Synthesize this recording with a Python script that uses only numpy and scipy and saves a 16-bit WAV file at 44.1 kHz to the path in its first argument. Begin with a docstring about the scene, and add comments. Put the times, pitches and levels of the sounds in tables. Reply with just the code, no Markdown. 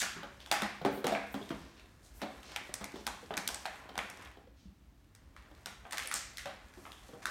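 """Thin plastic crackles with much room at first, drier from about 2.5 s and wet again near 6.5 s: puppies
tussle on hardwood. Each snap of their bottle is a noise burst plus panel and bottle rings; its edge judders as
ringing catches that weaken towards the end. Paws and toys thud and set boards ringing; a hollow toy answers
bumps with modes. Claws tick, and random slips make the scrapes and scuffling between blows; the scuffling
follows the litter. Soft floor booms, low rumble and faint hiss lie beneath; a live room and a phone microphone
colour the mix."""
import sys
import numpy as np
from scipy import signal
from scipy.fft import rfft, irfft, next_fast_len
from scipy.io import wavfile
from scipy.ndimage import uniform_filter1d

SR = 44100
rng = np.random.default_rng(int(sys.argv[2]) if len(sys.argv) > 2 else 0)


def dump(signal):
    """Clip the signal to [-1, 1] and save it as 16-bit WAV at the path in sys.argv[1]."""
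    limited = np.clip(np.atleast_2d(signal).T, -1, 1)
    pcm = np.round(limited * 32767).astype(np.int16)
    wavfile.write(sys.argv[1], SR, pcm)


N = 321930
TIME = np.arange(N) / SR  # s

# Table levels are relative: the functions below trim, scatter or normalise them.
# bottle wall buckling: t/s, level/dB, ring f/Hz, ring level/dB, body tilt/dB, treble tilt/dB
SNAPS = [(0.018, -30, 1770, -1.5, -2.5, 1), (0.4037, -52, 3370, 9, -26, 3), (0.4612, -47, 3420, 3, 4, 2),
         (0.5141, -24, 1470, -17, -0.5, -1), (0.6202, -30, 880, -8, 4.5, -6.5),
         (0.8491, -28.5, 850, -7, 11, -8.5), (1.0425, -36.5, 1500, -12, 8, -4),
         (1.0677, -29, 755, 0.5, -3, -2), (1.0785, -41, 800, 0, 14, -8),
         (1.1504, -31.5, 2320, -0.5, 4.5, -15), (1.342, -39.5, 3220, -15, 12, -1.5),
         (1.4916, -49, 3800, -1, -16, 0), (1.5046, -41, 1150, -19, 4, -25), (2.217, -38, 1450, -6, 4, -7),
         (2.431, -51.5, 3060, -6, -2, -1), (2.5611, -31.5, 2320, -7.5, -3.5, -5),
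         (2.7402, -33, 8800, -3, 0, 8), (2.842, -38, 2280, -4.5, -7, 3.5), (3.067, -31, 4200, -5.5, 5, 4),
         (3.0748, -34.5, 1110, -1.5, 7, 0), (3.3068, -34.5, 660, -0.5, 13, -45),
         (3.3392, -39, 1260, -18, 2, -15.5), (3.3697, -35, 6570, -2, 1.5, 1),
         (3.376, -30, 2310, -12, 3.5, 0.5), (3.4761, -29, 3730, -3, -9, 15),
         (3.489, -34.5, 3430, -2, 10, 4), (3.5452, -36, 8150, 0, 5, 5),
         (3.655, -32.5, 800, -0.5, -0.5, -10), (3.661, -41.5, 4270, 0.5, -8, 2),
         (3.955, -42, 780, -2, -2, -13), (3.9778, -31, 2100, -10, 7.5, -0.5),
         (3.99, -32, 1620, -12, -7, -35), (4.0992, -46, 2110, -6, 19, 21), (4.2584, -51, 3400, -2, 10, -12),
         (5.1499, -56, 2200, -10, -4, 5), (5.364, -49.5, 1240, 0, -9, -7),
         (5.6589, -37.5, 3940, -8.5, 2, 1.5), (5.8525, -47, 794, -6, 8, -51),
         (5.9093, -45.5, 1870, -11, -5, 2), (5.9234, -37.5, 1900, -8, 6.5, 6),
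         (5.9305, -37, 1520, -11, 0, -2), (5.972, -39, 1490, -14, -13, -1),
         (5.9813, -33, 1400, -8.5, -4.5, -0.5), (6.0742, -38, 9450, 6, -8, -1),
         (6.1133, -33.5, 1340, -1, -13, 1), (6.1405, -30, 8100, 0, -2.5, 9),
         (6.1592, -38.5, 6900, 5, 1, 11), (6.3716, -42, 4040, 1, -18, 4), (6.382, -41.5, 2100, 0, -15, -1),
         (6.457, -42, 1650, -25, -1.5, -8.5), (6.853, -46, 1300, -0.5, 1.5, -21),
         (6.9192, -48, 3570, 5, -3, 1), (7.2555, -29, 1530, 6.5, -9, 1)]
# bottle crushed between jaws: start t/s, length t/s, crease level/dB, ring f/Hz
CRUMPLES = [(0.0, 0.017, -40.5, 7400), (1.067, 0.041, -54, 3150), (4.199, 0.08, -58, 3040),
            (5.989, 0.075, -45.5, 2950), (6.145, 0.045, -45.5, 8100)]
# spectrum of a snap: f/Hz, level/dB
PLASTIC_COLOUR = [(60, -31.5), (200, -3.5), (400, -10.5), (750, -3.5), (1100, -4), (2000, -1), (3000, -7),
                  (5000, -4), (7000, -3), (9300, -0.5), (10500, -9), (12500, -17), (16000, -30)]
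# modes of the whole bottle: f/Hz, level/dB, t60/s
BOTTLE_MODES = [(815, 0, 0.21), (910, 6, 0.019), (1105, 1, 0.05), (1298, 2, 0.12), (1545, 11, 0.033),
                (1810, -28, 0.12), (2480, -12, 0.094), (3607, 20, 0.012)]
# room's share of the snaps, creases and claw ticks: t/s, level/dB
BOTTLE_ROOM = [(0, 4), (0.6, 2), (1.0, 1), (2.5, -3.5), (4.0, -2), (5.9, 1), (6.45, 4), (7.25, -1)]
# bottle edge juddering over boards or teeth: start t/s, length t/s, level/dB, ring f/Hz
JUDDERS = [(1.148, 0.13, -59, 2360), (1.157, 0.16, -49, 1570), (1.413, 0.046, -50, 3480),
           (2.567, 0.076, -48, 2370), (2.569, 0.044, -46, 2860), (2.85, 0.09, -53, 2380)]
# paws and toys landing on the boards: t/s, level/dB, ring f/Hz, ring level/dB, hardness/dB
KNOCKS = [(0.162, -46, 169, 1.5, -35), (0.23, -46.5, 839, -3.5, 8.5), (0.517, -37, 819, 12, -15),
          (0.622, -35, 207.7, 8, -16), (0.814, -44, 156, -2, 13), (0.85, -30, 394.4, 0, -1.5),
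          (0.93, -45, 202, 9, 3), (0.975, -45, 383, 5, 13), (1.043, -32.5, 500.6, -1.5, 3),
          (1.068, -44, 234, 0, 1), (1.1215, -30.5, 665, 6.5, 14), (1.344, -39.5, 206.4, -4, 1),
          (1.412, -48, 212, -16, -3), (1.505, -37.5, 332, 0.5, 1.5), (2.219, -43, 312, -3, 7.5),
          (2.229, -42, 212, -3, 3), (2.69, -52, 365, -1, 4.5), (2.811, -46.5, 200, -6, 9.5),
          (2.94, -47.5, 354, -5, -6), (2.957, -49, 427, -7, 8), (3.228, -51, 490, 6, -1),
          (3.307, -44.5, 428, 0, -1), (3.378, -47.5, 191, 6, -26), (3.89, -52, 650, -12, 18),
          (4.37, -58, 399, -6, 3), (4.471, -59, 510, 9, 0), (4.655, -52.5, 191, 22, -36),
          (5.512, -59.5, 300, -0.5, 7), (6.05, -53, 528, 7, 5), (6.138, -55, 205, -4, 4),
          (6.456, -49.5, 310, -8, 2), (6.773, -55, 342, -2, -4), (7.089, -55, 520, -1, 2),
          (7.132, -50.5, 483, 1, 2.5)]
# modes of the floorboards: f/Hz, level/dB, t60/s
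BOARD_MODES = [(206.4, 0.5, 0.41), (280, -2.5, 0.37), (391, -9.5, 0.21), (568, 1.5, 0.17), (687, -12, 0.36),
               (744, 14, 0.024), (799, -6.5, 0.31), (930, -17, 0.31), (1090, -15, 0.42), (1460, -11, 0.35)]
# hollow toy being bumped: t/s, level/dB
BUMPS = [(1.07, -42), (1.124, -40), (1.163, -48), (2.219, -46.5), (6.458, -45.5), (7.135, -58)]
# modes of the hollow plastic toy: f/Hz, level/dB, t60/s
TOY_MODES = [(571, -4, 0.19), (641, 3.5, 0.11), (743, -1, 0.2), (787, -7, 0.32), (829, -10, 0.3),
             (930, -16, 0.21)]
# claws and plastic sliding over the boards: start t/s, length t/s, level/dB, centre f/Hz
SCRAPES = [(0.0, 0.008, -26, 5600), (0.12, 0.18, -48.5, 1340), (0.394, 0.058, -55, 3340),
           (0.513, 0.04, -48, 12000), (0.522, 0.2, -43.5, 1190), (0.908, 0.11, -54.5, 10800),
           (1.315, 0.035, -54, 12100), (1.384, 0.43, -62, 3860), (1.764, 0.062, -56.5, 2800),
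           (2.028, 0.074, -59, 6200), (2.138, 0.099, -59.5, 8750), (2.193, 0.1, -53, 1500),
           (2.218, 0.022, -42, 3100), (2.429, 0.18, -51.5, 3820), (2.797, 0.072, -50, 1350),
           (2.94, 0.085, -54, 4160), (3.666, 0.24, -55.5, 1040), (4.187, 0.11, -53, 1470),
           (4.19, 0.09, -71, 4200), (4.561, 0.12, -65.5, 3900), (6.376, 0.064, -56, 5800),
           (6.736, 0.25, -61.5, 6860), (7.219, 0.025, -48.5, 1410), (7.219, 0.027, -52, 4970)]
# how busy the litter is: t/s, scuffling level/dB
BUSTLE = [(0, -57.5), (1.25, -55.5), (1.5, -51.5), (1.9, -61.5), (2.4, -50.5), (3.6, -53.5), (4.25, -52),
          (4.5, -73.5), (5.3, -66), (5.5, -58), (6.2, -57.5), (6.7, -57), (7.3, -52.5)]
# spectrum of the steady background: f/Hz, density level/dB per Hz
AIR_COLOUR = [(31, -23), (44, -13.5), (62, -14.5), (100, -19), (160, -26.5), (290, -25.5), (400, -37),
              (1600, -45.5), (4000, -50), (9000, -58), (16000, -62)]
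# spectrum of the room's answer: f/Hz, level/dB
ROOM_COLOUR = [(100, -3.5), (300, 1), (800, 5), (2200, -1), (8000, -3.5), (11000, -4.5), (16000, -11)]
# decay of the room's tail: f/Hz, t60/s
ROOM_T60 = [(150, 0.65), (700, 0.4), (2200, 0.64), (5000, 0.56), (9000, 0.39), (15000, 0.42)]
# response of the phone's microphone: f/Hz, level/dB
MICROPHONE = [(18, -23), (45, 0.5), (9600, 0), (10600, -1), (12500, 4)]


def snaps(spots, rise_s=0.0018, flip_t60=0.0088, chatter_t60=0.033, chatter_db=-6,
          ring_cycles=10, ring_room_db=-4, bottle_db=-9, gain_db=23):
    """A wall flips fast, its creases chatter, and the panel and whole bottle ring; claw ticks share this voice."""
    out = np.zeros(N)
    t = np.arange(4096) / SR
    events = SNAPS + creases() + claws()
    for k, (s, db, hz, ring_db, body_db, treble_db) in enumerate(events):
        flip, chatter = rng.standard_normal((2, len(t)))
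        flip = np.tanh(flip) * np.minimum(t / rise_s, 1) * fade(t, flip_t60)
        chatter = chatter ** 3 * fade(t, chatter_t60)  # cubing leaves sparse, spiky crackle
        bottle = unit(modes(t, BOTTLE_MODES, scatter_octaves=0.033))
        push = unit(flip) + undb(chatter_db) * unit(chatter) + undb(bottle_db) * bottle

        tilt = [(1000, body_db - 2.0), (1900, 0.012), (3300, 0), (5500, treble_db - 3.5),
                (9000, treble_db - 9.0), (13000, treble_db - 0.4)]
        crack = unit(colour(push, PLASTIC_COLOUR, tilt))
        panel = undb(ring_db) * flex(t, hz, ring_cycles)

        # summed over all directions the crack has a more even spectrum
        click = unit(colour(signal.unit_impulse(len(t)), PLASTIC_COLOUR, tilt))
        spread = unit(click + 0.26 * crack)
        room_gain = undb(follow(s, BOTTLE_ROOM))
        radiated = room_gain * unit(spread + undb(ring_room_db) * panel)
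        size = undb(db + gain_db)
        place(out, s, size * unit(crack + panel), size * radiated, spots[k % len(spots)])
    return out


def creases(count=6, scatter_db=3, scatter_octaves=0.11, ring_db=-3, body_db=-10, treble_db=0):
    """Each crumple is a run of small thin snaps, uneven in spacing, size and pitch."""
    events = []
    for s, length, db, hz in CRUMPLES:
        for k in range(count):
            at = s + length * (k + rng.random()) / count
            level = db + scatter_db * rng.standard_normal()
            pitch = hz * 2 ** (scatter_octaves * rng.standard_normal())
            events.append((at, level, pitch, ring_db, body_db, treble_db))
    return events


def flex(t, hz, cycles, swell_cycles=1.42):
    """A thin panel's ring builds up over a cycle or so and dies away after a set number of cycles."""
    swell = 1 - np.exp(-(t * hz / swell_cycles) ** 2)
    return unit(ring(t, hz, cycles / hz) * swell)


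def judders(catch_s=0.0067, scatter_db=4, scatter_octaves=0.079, ring_cycles=26):
    """The edge catches and lets go at uneven intervals, ringing a panel each time, more weakly towards the end."""
    out = np.zeros(N)
    t = np.arange(2048) / SR
    for s, length, db, hz in JUDDERS:
        gaps, sizes, pitches = rng.standard_normal((3, 64))
        catches = np.cumsum(catch_s * np.exp(gaps / 2)) - catch_s
        for at, size, pitch in zip(catches[catches < length], sizes, pitches):
            strength = undb(db + scatter_db * size) * np.sqrt(catch_s * SR * (1 - at / length))
            panel = flex(t, hz * 2 ** (scatter_octaves * pitch), ring_cycles)
            add(out, s + at, strength * panel)
    return out


def knocks(spots, rise_s=0.0019, contact_t60=0.088, note_t60=0.2, note_hz=300, boards_db=-1,
           room_db=-3, note_room_db=-6, firm_db=-40, doubling_db=18, gain_db=31):
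    """A blunt contact thuds, the thing that lands gives its own hollow note, and the boards ring on."""
    out = np.zeros(N)
    t = np.arange(SR // 3) / SR
    for k, (s, db, hz, ring_db, hard_db) in enumerate(KNOCKS):
        # a light paw stays down and damps what it has set ringing
        free = 2 ** (min(db - firm_db, 0) / doubling_db)
        rise = np.minimum(t / rise_s, 1)
        contact = rng.standard_normal(len(t)) * rise * fade(t, contact_t60 * free)
        boards = modes(t, BOARD_MODES)
        hardness = [(30, -69), (90, -8.5), (180, 3), (380, 4.0), (600, hard_db - 2),
                    (900, hard_db - 9.0), (1500, hard_db - 12.0), (2500, hard_db - 25.5),
                    (3200, hard_db - 13.5), (9000, hard_db - 39.5)]
        boards = free * undb(boards_db) * unit(colour(boards, hardness))
        thud = unit(unit(colour(contact, hardness)) + boards)

        t60 = free * note_t60 * np.sqrt(note_hz / hz)  # higher notes die sooner
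        note = undb(ring_db) * unit(ring(t, hz, t60)) * rise
        size = undb(db + gain_db) / np.hypot(1, undb(ring_db))
        radiated = undb(room_db) * (thud + undb(note_room_db) * note)
        place(out, s, size * (thud + note), size * radiated, spots[k % len(spots)])
    return out


def bumps(spots, rise_s=0.0026, room_db=-5, gain_db=31):
    """The hollow toy rings on with a cluster of close, beating modes."""
    out = np.zeros(N)
    t = np.arange(SR // 2) / SR
    for k, (s, db) in enumerate(BUMPS):
        cluster = modes(t, TOY_MODES, scatter_db=2.0, scatter_octaves=0.012)
        note = undb(db + gain_db) * unit(cluster * np.minimum(t / rise_s, 1))
        place(out, s, note, undb(room_db) * note, spots[k % len(spots)])
    return out


def claws(count=36, over_bustle_db=-4.5, scatter_db=2, ring_hz=3600, scatter_octaves=0.39,
          ring_db=-4, body_db=-3, treble_db=-1):
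    """Claws tick on the boards at random moments, harder the busier the litter is."""
    events = []
    times = scattered_times(count)
    for s, (size, pitch) in zip(times, rng.standard_normal((count, 2))):
        level = follow(s, BUSTLE) + over_bustle_db + scatter_db * size
        hz = ring_hz * 2 ** (scatter_octaves * pitch)
        events.append((s, level, hz, ring_db, body_db, treble_db))
    return events


def scrapes(rate=7000, spread_db=0.5, rise_share=0.37, width_octaves=1.29, skirt=3.3):
    """Each stroke is a dense run of slips that swells and dies away in its own band."""
    out = np.zeros(N)
    edge = 2 ** (width_octaves / 2)
    for s, length, db, hz in SCRAPES:
        stroke = np.interp(TIME[:SR // 2] / length, [0, rise_share, 1], [0, 1, 0])
        grains = band(slips(rate, spread_db, len(stroke)), hz / edge, hz * edge)
        grains = band(grains, hz / edge / skirt, hz * edge * skirt)  # wider band steepens the far skirts
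        add(out, s, undb(db) * np.sqrt(stroke) * grains / np.std(grains))
    return out


def scuffle(pad_db=-10, rub_db=-6, scratch_db=-11):
    """Pads patter, fur and plastic rub the boards, claws and creases scratch, as loud as the litter is busy."""
    padding = friction(120, 1.8, 154, 640) * undb(pad_db)
    rubbing = friction(2500, 2.0, 370, 2070) * undb(rub_db)
    scratching = friction(4000, 2.0, 2000, 9700) * undb(scratch_db)
    return (padding + rubbing + scratching) * undb(follow(TIME, BUSTLE))


def friction(rate, spread_db, lo_hz, hi_hz):
    """Tiny slips of very uneven size swell and thin in spurts; rms one."""
    spurts = undb(2 * walk(16))
    grains = band(slips(rate, spread_db, N), lo_hz, hi_hz) * spurts
    return grains / np.std(grains)


def slips(rate, spread_db, size):
    """Surfaces let go in tiny clicks at random moments (rate per second), of very uneven size."""
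    hits = rng.random(size) < rate / SR
    strength = rng.standard_normal(size)
    excess = np.minimum(rng.exponential(size=size), 4)
    return hits * strength * undb(spread_db * excess)


def joists(count=48, boom_hz=59, boom_t60=0.16, rise_s=0.025, scatter_db=3, boom_db=-65):
    """Soft footfalls set the whole floor booming, unevenly."""
    out = np.zeros(N)
    t = np.arange(SR // 2) / SR
    boom = ring(t, boom_hz, boom_t60) * np.minimum(t / rise_s, 1)
    times = scattered_times(count)
    for s, size in zip(times, rng.standard_normal(count)):
        add(out, s, undb(scatter_db * size) * boom)
    return out / np.std(out) * undb(boom_db)


def background(rms_db=-61.5):
    """Filtered noise: the house rumbles low under a faint even hiss."""
    air = colour(rng.standard_normal(N), AIR_COLOUR)
    return air / np.std(air) * undb(rms_db)


def room_responses(count=12, first_s=0.0097, echoes_db=-7, echoes_t60=0.05, echo_rate=900):
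    """Each spot gets random early echoes and a diffuse tail whose frequency bands die at their own rates."""
    t = np.arange(SR // 2) / SR
    hz = np.fft.rfftfreq(len(t), 1 / SR)
    noise = rfft(rng.standard_normal((count, len(t))))
    centres, t60s = np.transpose(ROOM_T60)
    tails = np.zeros((count, len(t)))
    for share, t60 in zip(np.eye(len(t60s)), t60s):
        weight = lookup(hz, np.c_[centres, share])  # one overlapping band of the noise
        tails += irfft(noise * weight, len(t)) * fade(t, t60)
    tails *= np.clip(t / first_s, 0, 1) ** 2

    hits = rng.random(tails.shape) < echo_rate / SR
    echoes = hits * np.tanh(rng.standard_normal(tails.shape))
    echoes *= (t > first_s) * fade(t, echoes_t60)
    return [colour(unit(unit(tail) + undb(echoes_db) * unit(early)), ROOM_COLOUR)
            for tail, early in zip(tails, echoes)]


def place(track, s, heard, radiated, response):
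    """Lay in the direct sound and the room's answer to what is radiated all round."""
    add(track, s, heard)
    add(track, s, signal.fftconvolve(radiated, response))


def modes(t, table, scatter_db=3.5, scatter_octaves=0.0053):
    """Each point of attack favours other modes, and the grip on the thing shifts their pitch."""
    signs = rng.choice([-1, 1], len(table))
    shares = undb(rng.normal(0, scatter_db, len(table))) * signs
    shifts = 2 ** (scatter_octaves * rng.standard_normal(len(table)))
    return sum(share * undb(db) * ring(t, hz * shift, t60)
               for (hz, db, t60), share, shift in zip(table, shares, shifts))


def ring(t, hz, t60):
    """One struck mode: a decaying sine."""
    return np.sin(2 * np.pi * hz * t) * fade(t, t60)


def fade(t, t60):
    """Exponential decay by 60 dB in t60 seconds."""
    return np.exp(-np.log(1000) * t / t60)


def scattered_times(count):
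    """One random moment in each of count equal slots, in seconds."""
    return (np.arange(count) + rng.random(count)) * N / SR / count


def walk(rate):
    """Slow random wander, stepped at rate per second and smoothed, with a spread near one."""
    k = int(SR / rate)
    held = np.repeat(rng.standard_normal(N // k + 1), k)
    return uniform_filter1d(uniform_filter1d(held, k), k)[:N] * np.sqrt(2)


def colour(x, *spectra):
    """Causal minimum-phase filter that follows one or more lists of (Hz, dB) points."""
    size = 2 * next_fast_len(len(x) // 2 + 1024, True)
    hz = np.fft.rfftfreq(size, 1 / SR)
    db = sum(lookup(hz, points) for points in spectra)
    cepstrum = irfft(db * np.log(10) / 20)
    # folding the cepstrum forward makes the filter causal
    cepstrum[1:size // 2] *= 2
    cepstrum[size // 2 + 1:] = 0
    return irfft(rfft(x, size) * np.exp(rfft(cepstrum)))[:len(x)]


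def band(x, lo_hz, hi_hz):
    """Band-pass."""
    sos = signal.butter(2, [lo_hz, min(hi_hz, .45 * SR)], "band", fs=SR, output="sos")
    return signal.sosfilt(sos, x)


def lookup(hz, points):
    """Read (Hz, value) points on a log-frequency axis."""
    f, value = np.transpose(points)
    return np.interp(np.log(np.maximum(hz, 1)), np.log(f), value)


def follow(s, points):
    """Read (s, value) points at time s."""
    return np.interp(s, *np.transpose(points))


def undb(db):
    """Decibels to gain."""
    return 10 ** (np.asarray(db) / 20)


def unit(x):
    """Scale to an energy of one."""
    return x / np.sqrt(np.sum(x ** 2))


def add(track, s, sound):
    """Lay a sound into a track at time s."""
    start = max(int(s * SR), 0)
    track[start:start + len(sound)] += sound[:max(N - start, 0)]


def scene():
    """Blows, scuffs and judders come directly and by way of the room, over the boom and background."""
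    spots = room_responses()
    friction_bed = np.zeros(N)
    scuff = scuffle() + scrapes()
    place(friction_bed, 0, undb(-5.0) * scuff, undb(-6.5) * scuff, spots[-1])
    judder = judders()
    place(friction_bed, 0, undb(-6.5) * judder, undb(-10.5) * judder, spots[-2])
    blows = snaps(spots) + knocks(spots) + bumps(spots)
    return (blows + friction_bed + joists() + background())[None]


def record(dry, top_hz=16100):
    """The phone colours the sound a little and cuts the top."""
    heard = colour(dry[0], MICROPHONE)[None]
    top_cut = signal.ellip(8, .2, 70, top_hz, fs=SR, output="sos")
    return signal.sosfilt(top_cut, heard)


dry = scene()
out = record(dry)
dump(out)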